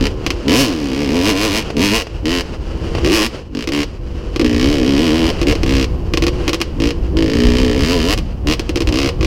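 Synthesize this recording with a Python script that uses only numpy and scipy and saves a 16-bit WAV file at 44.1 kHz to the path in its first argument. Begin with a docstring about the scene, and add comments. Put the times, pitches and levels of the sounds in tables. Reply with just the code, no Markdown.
"""A two-stroke dirt bike on a forest track, with the microphone at the rider's helmet.
On the throttle every firing sends a sharp shock out of the exhaust and sets the pipe booming and the
silencer honking; the shocks scatter off bike, rider and ground, then off the trunks. Off the throttle the
engine pumps through the cold pipe and rattles, with stray pops. The chassis knocks over rough ground, and
wind, made of low shaped noise, buffets the microphone throughout."""
import sys
import numpy as np
from scipy import signal
from scipy.fft import rfft, irfft
from scipy.io import wavfile
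from scipy.ndimage import uniform_filter1d

SR = 44100
rng = np.random.default_rng(int(sys.argv[2]) if len(sys.argv) > 2 else 0)


def wav_record(signal):
    """Record a signal, one row per channel, as 16-bit PCM in the file named by sys.argv[1]."""
    frames = np.transpose(np.atleast_2d(signal))
    bounded = np.clip(frames, -1, 1)
    # unit amplitude maps onto the largest positive 16-bit level
    quanta = np.round(bounded * 32767).astype(np.int16)
    wavfile.write(sys.argv[1], SR, quanta)


N = 408366
TIME = np.arange(N) / SR

# the tail of reflections off the trunks: time to fall by 60 dB [s]
TREES_T60_S = 0.42
# revs of ordinary raggedness [turns/s], and the steepness of the law
RAGGED_AT_HZ, RAGGED_POWER = 68.1, 0.94

# resonances of the silencer at the rest tuning and ordinary revs: (frequency [Hz], width [Hz], level [dB])
SILENCER_MODES = [(449.5, 71, 5), (523.6, 49, -1), (697, 110, -12), (1044, 84, -19)]
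# hot gas tunes the silencer along with the pipe:
# the pipe resonance at which the silencer modes hold [Hz], and the share it follows (an exponent)
PIPE_REST_HZ, SILENCER_FOLLOWS = 291.3, 0.54
# faster gas flow brightens the silencer: [dB per octave for each turn/s above ordinary],
# up to these revs [turns/s]
BRIGHTEN_DB, FULL_FLOW_HZ = 0.41, 95.0
# the pipe's main resonance shifts with gas heat and flow; its width stays
BOOM_WIDTH_HZ = 100.0


def pipe(fired, turns, thump_hz=168.7, thump_width_hz=46.0, thump_db=-11.0, throb_db=-15.0):
    """Each firing thumps, sets the pipe booming and the silencer honking."""
    out = np.zeros(N)
    rates = revs(fired[:, 0])
    for (s, boom_db, boom_hz, honk_db, _), rate in zip(fired, rates):
        boom = ringing([(boom_hz, BOOM_WIDTH_HZ, 0), (thump_hz, thump_width_hz, thump_db)])
        heat = (boom_hz / PIPE_REST_HZ) ** SILENCER_FOLLOWS
        tilt_db = BRIGHTEN_DB * (min(rate, FULL_FLOW_HZ) - RAGGED_AT_HZ)
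        honk_modes = []
        for hz, width, db in SILENCER_MODES:
            octaves_up = np.log2(hz / SILENCER_MODES[0][0])
            honk_modes.append((hz * heat, width, db + tilt_db * octaves_up))
        honk = ringing(honk_modes)
        add(out, s, from_db(boom_db) * at_rate(boom, rate) + from_db(honk_db) * at_rate(honk, rate))
    # reflections off the trunks
    out = out + from_db(-16) * through(out, scatter(TREES_T60_S))
    # the pulsing gas flow throbs at the firing rate itself; steady flow makes no sound
    boom_level = at_time(fired[np.argsort(fired[:, 0])], TIME)[0]
    throb = throttle() * from_db(boom_level + throb_db) * np.sin(2 * np.pi * turns)
    return signal.lfilter(*signal.butter(2, 30, "high", fs=SR), out) + throb


# reflections off bike, rider and ground: time to fall by 60 dB [s]
SCATTER_T60_S = 0.056
PIPE_ROUND_TRIP_S = .0036


def shocks(fired, likeness=0.96, steep_from_hz=123.0, steep_span_hz=55.0, size=2048):
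    """The bare shock fronts, and their near reflections, which change a little from firing to firing."""
    fronts, scattered = np.zeros(N), np.zeros(N)
    fresh = rng.standard_normal((1024, size))
    fade = unit_energy(from_db(-60 * np.arange(size) / SR / SCATTER_T60_S))
    paths = fresh[-1]
    for (s, *_, crack_db), rate, new in zip(fired, revs(fired[:, 0]), fresh):
        keep = min(likeness, 1) ** raggedness(rate)
        paths = keep * paths + np.sqrt(1 - keep ** 2) * new
        # at high revs the wave that returns down the pipe steepens into a stronger second shock
        share = np.clip((rate - steep_from_hz) / steep_span_hz, .03, .5)
        for delay, part in ((0, 1 - share), (PIPE_ROUND_TRIP_S, share)):
            height = from_db(crack_db) * np.sqrt(part * SR / rate)
            add(fronts, s + delay, np.array([height]))
            add(scattered, s + delay, height * paths * fade)
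    return fronts, scattered


# spectrum of the crack before the sizzle: (frequency [Hz], relative level [dB per Hz])
CRACK_SPECTRUM = [(300, -7), (700, -6.5), (850, -6), (1130, -2.5), (1420, -8.5), (1800, -5), (2300, -3),
                  (3050, 0.5), (3520, -8.5), (4950, -3.5), (6500, -14.5), (8760, -23), (13800, -29.5),
                  (16000, -33)]
# reflections off bike, rider and ground, then off the trunks, before the dulling filter [dB]
SCATTER_DB, TREES_DB = -3.5, -14


def crack(fired, level_db=-4.0, jet_db=-3.0, jet_s=0.0052, dull_hz=8100.0, tip_hz=4630.0,
          tip_width_hz=3300.0, sizzle_db=0.0, sizzle_db_per_hz=0.1539, cruise_hz=70.0):
    """Shocks leave the tailpipe with a puff of jet noise; they sizzle more as the revs rise."""
    fronts, scattered = shocks(fired)
    fade = np.exp(-1 / (jet_s * SR))
    jet_power = signal.lfilter([1 - fade], [1, -fade], fronts ** 2 + 1e-18)
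    jet = np.sqrt(jet_power * raggedness(revs(TIME))) * rng.standard_normal(N)
    # the tailpipe spreads each front over two quick swings (an all-pass)
    r = np.exp(-np.pi * tip_width_hz / SR)
    poles = [1, -2 * r * np.cos(2 * np.pi * tip_hz / SR), r * r]
    direct = signal.lfilter(poles[::-1], poles, fronts) + from_db(jet_db) * jet
    trees = from_db(TREES_DB) * through(fronts, scatter(TREES_T60_S))
    echoes = from_db(SCATTER_DB) * scattered + trees
    dulled = signal.lfilter(*signal.butter(1, min(dull_hz, SR / 2 - 1), fs=SR), echoes)
    sound = through(direct + dulled, colour(CRACK_SPECTRUM))
    # the top is split off by a crossover and follows the revs
    low, top = (crossover(sound, side) for side in ("low", "high"))
    sizzle = from_db(sizzle_db + sizzle_db_per_hz * (revs(TIME) - cruise_hz))
    return from_db(level_db) * (low + sizzle * top)


def crossover(sound, side, split_hz=7500):
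    """One side of a crossover: a second-order filter run twice."""
    once = signal.butter(2, split_hz, side, fs=SR, output="sos")
    return signal.sosfilt(np.tile(once, (2, 1)), sound)


def bark(fired, bark_hz=1840.0, width_hz=290.0, bark_db=-12.5, below_hz=66.3, span_hz=5.3):
    """Lugging at low revs in a long pull, each firing has a hard bark."""
    s, crack_db = fired[:, 0], fired[:, -1]
    rate = revs(s)
    pulling = sum((s >= pull[0][0]) & (s < pull[-1][0]) for pull in PULL_REVS)
    lugging = pulling * np.clip((below_hz - rate) / span_hz, 0, 1)
    heights = lugging * from_db(crack_db + bark_db) * np.sqrt(SR / rate)
    return through(clicks(s, heights), ringing([(bark_hz, width_hz, 0)]))


# the boom dies away as the throttle closes: over [s], by [dB]
RELEASE_S, RELEASE_DB = 0.035, -17.5
# as the throttle opens, the turns before the first sharp firing burn softly: level per turn ahead of it [dB]
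SOFT_TURNS, SOFT_BOOM_DB, SOFT_CRACK_DB = 3, -6.0, -32


def firings(turns, boom_spread_db=1.15, crack_spread_db=1.2, surge_db_per_hz=0.2431,
            honk_surge_db_per_hz=0.1644, jitter_s=0.000015):
    """Rows of (s, boom dB, boom Hz, honk dB, crack dB): one firing a turn while the throttle is open."""
    out = []
    for (start, end), load in zip(bursts(), loads()):
        first, last = np.interp([start, end], TIME, turns)
        turn = np.arange(-min(SOFT_TURNS, int(first)), last - first)
        s = np.interp(first + turn, turns, TIME)
        boom_db, honk_db, crack_db, boom_hz = at_time(load, s)
        # each brief surge of the revs hardens shock and honk
        surge = revs(s) - uniform_filter1d(revs(s), size=21, mode="nearest")
        # no two charges burn quite alike
        burn, shock, lag = rng.standard_normal((256, 3))[:len(s)].T * raggedness(revs(s))
        ahead = np.maximum(-turn, 0)
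        burn_db = boom_spread_db * burn + SOFT_BOOM_DB * ahead
        closing = np.clip(1 - (end - s) / RELEASE_S, 0, 1)
        boom_db = boom_db + burn_db + RELEASE_DB * closing
        honk_db = honk_db + burn_db + honk_surge_db_per_hz * surge
        crack_db = crack_db + surge_db_per_hz * surge + crack_spread_db * shock + SOFT_CRACK_DB * ahead
        out.append([s + jitter_s * lag, boom_db, boom_hz, honk_db, crack_db])
    return np.hstack(out).T


# load during each long pull, one curve each, levels before the trims below:
# (time [s], pipe boom [dB], silencer honk [dB], shock crack [dB], pipe resonance [Hz])
PULL_LOADS = [
    [(0.482, -11, -13, -15, 265), (0.594, -15, -21.5, -19.5, 299), (0.782, -21.5, -31, -31, 287),
     (1.15, -16.5, -19.5, -25, 260), (1.304, -16, -22.5, -18.5, 286), (1.336, -20.5, -19, -23.5, 274),
     (1.414, -21, -21.5, -19.5, 306), (1.584, -20.5, -26, -20, 257), (1.61, -23, -35, -28, 272)],
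    [(1.768, -14.5, -17.5, -20, 258), (1.79, -16, -18, -20, 247), (1.836, -10.5, -22, -17.5, 258),
     (1.866, -17.5, -27, -17, 276), (1.894, -16, -32, -19.5, 257), (1.924, -13, -17.5, -20, 260),
     (1.954, -21, -24, -17, 293), (1.988, -29, -27, -21, 320), (2.01, -36, -28, -22.5, 315)],
    [(3.047, -15.5, -24, -17, 344), (3.083, -13, -22.5, -21.5, 366), (3.133, -13, -35, -20, 324),
     (3.161, -19.5, -28, -18, 320), (3.223, -20, -21.5, -15, 293), (3.26, -9, -38, -22, 258)],
    [(4.446, -10.5, -19.5, -23, 278), (4.476, -14, -24, -28.5, 272), (4.56, -15, -20.5, -24.5, 267),
     (4.64, -12, -20.5, -22.5, 280), (4.732, -16, -22, -26, 321), (4.858, -15, -19.5, -25.5, 266),
     (4.896, -13, -20.5, -24, 278), (5.264, -15, -20.5, -23, 297), (5.3, -14, -18, -23, 301)],
    [(7.17, -13, -23, -28, 332), (7.286, -18, -19.5, -26, 286.4), (7.44, -13.5, -19, -23.5, 247),
     (7.752, -18, -18, -25.5, 279), (7.85, -18.5, -25, -20, 261), (7.964, -17, -16.5, -23.5, 280),
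     (8.024, -19.5, -22, -20, 255), (8.068, -18.5, -19, -22, 271), (8.13, -19, -20, -18, 336)],
]


def loads(pull_boom_db=0.5, pull_honk_db=0.0, pull_crack_db=1.5, blip_honk_db=-7.5):
    """One load curve for each burst; a blip holds its load, with the honk a fixed step under the boom."""
    trims = (0, pull_boom_db, pull_honk_db, pull_crack_db, 0)
    pulls = [np.add(load, trims) for load in PULL_LOADS]
    blips = [[(start, boom_db, boom_db + blip_honk_db, crack_db, hz)]
             for start, *_, boom_db, crack_db, hz in THROTTLE_BLIPS]
    return pulls + blips


# stray firings on a nearly shut throttle, alone or two turns running, levels before the trims below:
# (time [s], crack [dB], boom [dB], firings [count])
STRAY_POPS = [(.2631, 2, -14, 1), (0.3035, 0.5, -20, 1), (3.6729, -5.5, -15.5, 2), (4.36, -6.5, -15.5, 1),
              (4.3946, -3.5, -9.5, 2), (5.414, -4.5, -11, 2), (5.552, -7.5, -15.5, 1),
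              (5.632, -3.5, -12.5, 1), (6.136, -1, -10.5, 1), (6.172, 0.5, -10.5, 1),
              (6.2218, -1.5, -10.5, 2), (6.266, -0.5, -11, 2), (6.4782, 1.5, -10, 2), (6.5308, 1.5, -16, 2),
              (6.6022, -9, -16, 1), (6.6137, 4, -17, 1), (8.1758, -6, -19, 2), (8.5939, -2.5, -14.5, 1),
              (8.692, -4.5, -13, 1), (8.7573, -2.5, -12, 2), (8.804, -4, -12.5, 2), (8.8719, -4, -15, 2)]


def pops(boom_trim_db=-4.0, honk_trim_db=-11.0, crack_trim_db=-16.5, boom_hz=332.0,
         rise_s=0.001246, second_db=-2.0):
    """The same rows for stray firings; a second one follows a turn later, weaker."""
    rows = []
    for s, crack_db, boom_db, count in STRAY_POPS:
        for k in range(round(count)):
            weaker_db = k * second_db
            rows.append((s + rise_s + k / revs(s), boom_db + boom_trim_db + weaker_db, boom_hz,
                         boom_db + honk_trim_db + weaker_db, crack_db + crack_trim_db + weaker_db))
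    return np.array(rows)


# long pulls on the throttle, one curve each; the revs flare whenever the rear wheel slips:
# (time [s], crankshaft speed [turns/s])
PULL_REVS = [
    [(.482, 71), (.52, 92), (.56, 120.4), (.61, 143.7), (.65, 123.9), (.7, 92.7), (.75, 79.8), (.92, 63.3),
     (1.02, 75.1), (1.08, 64.1), (1.16, 87.5), (1.21, 87.1), (1.29, 112.2), (1.34, 90.1), (1.45, 113.3),
     (1.5, 94.5), (1.58, 115), (1.63, 83.4)],
    [(1.768, 70.5), (1.84, 101.7), (1.9, 100), (1.96, 116), (2.026, 88.3)],
    [(3.047, 68), (3.1, 87.9), (3.15, 118.3), (3.2, 103.9), (3.268, 120)],
    [(4.446, 61.4), (4.56, 57.8), (4.73, 75.9), (4.83, 59.8), (4.89, 69.2), (4.96, 68.5), (5.04, 85.4),
     (5.1, 74.8), (5.18, 83.7), (5.24, 79.4), (5.308, 87.9)],
    [(7.17, 55.8), (7.28, 53), (7.4, 60.7), (7.53, 59.4), (7.6, 64.9), (7.72, 58.5), (7.83, 73.6),
     (7.93, 91.6), (8.01, 75.2), (8.08, 91.2), (8.141, 109.4)],
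]
# short blips of the throttle: (start [s], end [s], speed at the start [turns/s], speed at the top [turns/s],
# boom [dB], crack [dB], pipe resonance [Hz])
THROTTLE_BLIPS = [(.01, 0.07, 62.6, 77, -14, -23, 265), (2.256, 2.418, 76, 89, -17.5, -21, 299),
                  (3.55, 3.646, 44, 63, -23, -28.5, 262), (3.721, 3.843, 72, 73, -17.5, -20.5, 304),
                  (5.47, 5.527, 71.3, 78, -12.5, -19, 310), (5.663, 5.853, 65, 68.5, -16, -21.5, 286),
                  (6.802, 6.915, 54, 59.5, -17, -21.5, 304), (8.472, 8.544, 72, 85, -16.5, -18, 300),
                  (8.925, 9.095, 59.4, 70, -16.5, -20.5, 303.5), (9.21, 9.282, 51.5, 62, -20, -22, 344)]
# engine speed while rolling with the throttle shut: (time [s], crankshaft speed [turns/s])
SHUT_REVS = [(.2, 76), (.45, 66), (2.47, 70), (2.6, 64.5), (2.85, 66), (3.36, 92), (3.48, 58), (3.95, 49),
             (4.32, 48), (5.4, 68), (6.05, 55), (6.32, 73), (6.46, 67.5), (6.54, 83), (6.62, 84),
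             (6.72, 62), (7.11, 45), (8.35, 66)]
# in a blip the revs climb towards the top for this long [s], then sag under load [turns/s per s]
CLIMB_S, SAG_HZ_PER_S = .075, 35.0


def revs(s):
    """Turns of the crankshaft per second at the times s, through pulls, blips and coasting."""
    points = [row for curve in PULL_REVS + [SHUT_REVS] for row in curve]
    for start, end, low, top, *_ in THROTTLE_BLIPS:
        climb = min(CLIMB_S, end - start)
        reached = low + (top - low) * climb / CLIMB_S
        sagged = reached - SAG_HZ_PER_S * (end - start - climb)
        points += [(start, low), (start + climb, reached), (end, sagged)]
    return at_time(sorted(points), s)[0]


def bursts():
    """(start s, end s) of every opening of the throttle: pulls, then blips."""
    return [(pull[0][0], pull[-1][0]) for pull in PULL_REVS] + [blip[:2] for blip in THROTTLE_BLIPS]


def throttle():
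    """1 while the engine fires, 0 while it coasts, with short smooth edges."""
    is_open = sum((TIME >= start) & (TIME < end) for start, end in bursts())
    return uniform_filter1d(is_open.astype(float), 1024)


def raggedness(rate):
    """How much one firing differs from the next: 1 at ordinary revs, evening out as they climb."""
    return (RAGGED_AT_HZ / rate) ** RAGGED_POWER


def at_rate(response, rate):
    """Scale unit energy to about unit rms at this rate; it swells where a harmonic meets a resonance."""
    return response * np.sqrt(SR / rate)


# resonances of the exhaust when no charge burns: (frequency [Hz], width [Hz], level [dB])
COLD_PIPE_MODES = [(344, 76, 6), (478, 55, 2), (585, 280, -27), (1055, 120, -12.5)]
# spectrum of the loose parts at the helmet: (frequency [Hz], relative level [dB per Hz])
RATTLE_SPECTRUM = [(200, 9), (500, 9.5), (700, 0.5), (1100, -2), (1600, -5.5), (2200, -8), (2950, -1.5),
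                   (3550, -14.5), (4800, -9.5), (8000, -25), (15000, -42)]
# pumping and rattle, levels before the trims below: (time [s], pumping drone [dB], rattle [dB])
COAST_LEVELS = [(.2, -23.5, -41), (.45, -30, -39), (1.7, -52, -38.5), (2.12, -37.5, -47.5),
                (2.52, -36, -43.5), (2.8, -25, -41.5), (3.0, -31, -34), (3.36, -41, -42),
                (3.46, -39, -51.5), (3.95, -36.5, -48.5), (4.32, -23.5, -43.5), (5.4, -31, -38),
                (6.05, -26.5, -46.5), (6.42, -21.5, -38), (6.72, -29, -46.5), (7.11, -25, -48.5),
                (8.35, -42, -49), (8.7, -28, -44.5)]


def overrun(turns, drone_db=-3.5, rattle_db=11.0, slap_depth=0.16, flutter_db=2.5, hiss_db=-9.5):
    """Unfired strokes puff through the cold pipe; piston, chain and tyres rattle."""
    drone_level, rattle_level = at_time(COAST_LEVELS, TIME)
    s = np.interp(np.arange(1, turns[-1]), turns, TIME)
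    puffs = rms_one(clicks(s, np.ones(len(s)))) + from_db(hiss_db) * rng.standard_normal(N)
    drone = rms_one(through(puffs, ringing(COLD_PIPE_MODES))) * (1 - throttle())
    # the piston slaps at both ends of its stroke
    slaps = (1 + slap_depth * np.cos(4 * np.pi * turns)) * from_db(flutter_db * drift(10.6))
    rattle = rms_one(through(slaps * rng.standard_normal(N), colour(RATTLE_SPECTRUM)))
    drone_gain = from_db(drone_level + drone_db + SWELL_DB * swell())
    return drone_gain * drone + from_db(rattle_level + rattle_db) * rattle


# the pumping swells just before the throttle opens: over [s], by [dB]
SWELL_S, SWELL_DB = 0.024, 11.5


def swell():
    """Rises from 0 to 1 just before each opening of the throttle."""
    rises = [np.clip(1 - (start - TIME) / SWELL_S, 0, 1) * (TIME < (start + end) / 2)
             for start, end in bursts()]
    return np.max(rises, axis=0)


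# the chassis knocks over rough ground: (time [s], level before the gain below [dB])
CHASSIS_KNOCKS = [(1.7026, -7), (2.069, -12.5), (2.9503, -4), (2.9627, -17), (2.9839, -8)]


def knocks(gain_db=13.5, t60=0.043):
    """Bumps make the loose parts clatter briefly."""
    s, knock_db = np.transpose(CHASSIS_KNOCKS)
    clatter = through(clicks(s, from_db(knock_db + gain_db)), scatter(t60))
    return through(clatter, colour(RATTLE_SPECTRUM))


# wind on the microphone, before the trim below: (time [s], level [dB])
WIND_LEVEL = [(0.0, -19), (0.57, -29.5), (0.59, -30), (1.99, -27), (2.06, -32), (2.21, -22), (2.27, -27.5),
              (3.09, -20.5), (3.38, -35), (4.18, -22.5), (4.23, -26.5), (4.72, -19), (4.98, -26.5),
              (5.75, -15.5), (6.47, -21), (6.55, -28), (6.86, -19.5), (7.71, -16.5), (8.79, -22.5),
              (8.85, -18), (9.0, -18.5), (9.26, -17.5)]
# spectrum of the buffeting: (frequency [Hz], relative level [dB per Hz])
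BUFFET_SPECTRUM = [(12, -8.5), (25, -3), (42, 2.5), (65, 1.5), (120, -8.5), (200, -13.5), (400, -24),
                   (1000, -36), (4000, -67)]


def wind(trim_db=1.5, lumps_db=1.5):
    """Lumpy low turbulence round the helmet."""
    air = through(rng.standard_normal(N), colour(BUFFET_SPECTRUM)) * from_db(lumps_db * drift(9.6))
    return from_db(at_time(WIND_LEVEL, TIME)[0] + trim_db) * rms_one(air)


def from_db(db):
    """Decibels to gain."""
    return 10 ** (np.asarray(db) / 20)


def rms_one(x):
    """Scale to unit rms."""
    return x / np.sqrt(np.mean(x ** 2) + 1e-20)


def unit_energy(x):
    """Scale a response to unit energy."""
    return x / np.sqrt(np.sum(x ** 2) + 1e-20)


def at_time(rows, s):
    """Read every column of a curve table at the times s."""
    times, *columns = np.transpose(rows)
    return [np.interp(s, times, c) for c in columns]


def drift(rate):
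    """Slow chance of spread 1: noise at a 40th of the sample rate, smoothed by two poles at rate Hz."""
    r = np.exp(-80 * np.pi * rate / SR)
    noise = rng.standard_normal(N // 40 + 2002)
    slow = signal.lfilter([1], [1, -2 * r, r * r], noise)[2000:]  # settled part only
    return np.interp(np.arange(N) / 40, np.arange(len(slow)), rms_one(slow))


def through(x, response):
    """Pass a sound through an impulse response."""
    return signal.oaconvolve(x, response)[:N]


def colour(spectrum, size=8192):
    """Causal (minimum-phase) response with the given spectrum shape and unit energy."""
    hz, db = np.transpose(spectrum)
    grid = np.maximum(np.fft.rfftfreq(size, 1 / SR), 1)
    gain = from_db(np.interp(np.log(grid), np.log(hz), db))
    # folding the cepstrum onto positive times gives minimum phase
    cepstrum = irfft(np.log(gain))
    cepstrum[1:size // 2] *= 2
    cepstrum[size // 2 + 1:] = 0
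    return unit_energy(irfft(np.exp(rfft(cepstrum))))


def ringing(modes, size=2048):
    """Response of parallel resonances that swell, then die away (steep skirts); unit energy."""
    t = np.arange(size) / SR
    total = 0
    for hz, width, db in modes:
        envelope = width ** 2 * t * np.exp(-np.pi * width * t)
        total = total + from_db(db) * envelope * np.sin(2 * np.pi * hz * t)
    return unit_energy(total)


def scatter(t60, size=8192):
    """Dense reflections that die away, unit energy."""
    return unit_energy(rng.standard_normal(size) * from_db(-60 * np.arange(size) / SR / t60))


def clicks(s, heights):
    """One click at each time."""
    return np.bincount(np.clip(np.round(s * SR).astype(int), 0, N), heights, N + 1)[:N]


def add(track, s, sound):
    """Mix a sound into a track at time s."""
    room = track[max(int(round(s * SR)), 0):][:len(sound)]
    room += sound[:len(room)]


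def scene():
    """Engine, chassis and wind at the helmet."""
    turns = np.cumsum(revs(TIME)) / SR
    driven = firings(turns)
    fired = np.vstack([driven, pops()])
    engine = pipe(fired, turns) + crack(fired) + bark(driven) + overrun(turns)
    return (engine + knocks() + wind())[None]


def record(dry, ceiling=1.03, cutoff_hz=15800):
    """The tallest shocks are rounded off and the top is cut."""
    rounded = dry / (1 + (dry / ceiling) ** 4) ** (1 / 4)
    return signal.sosfilt(signal.ellip(10, .1, 80, cutoff_hz, fs=SR, output="sos"), rounded)


dry = scene()
out = record(dry)
wav_record(out)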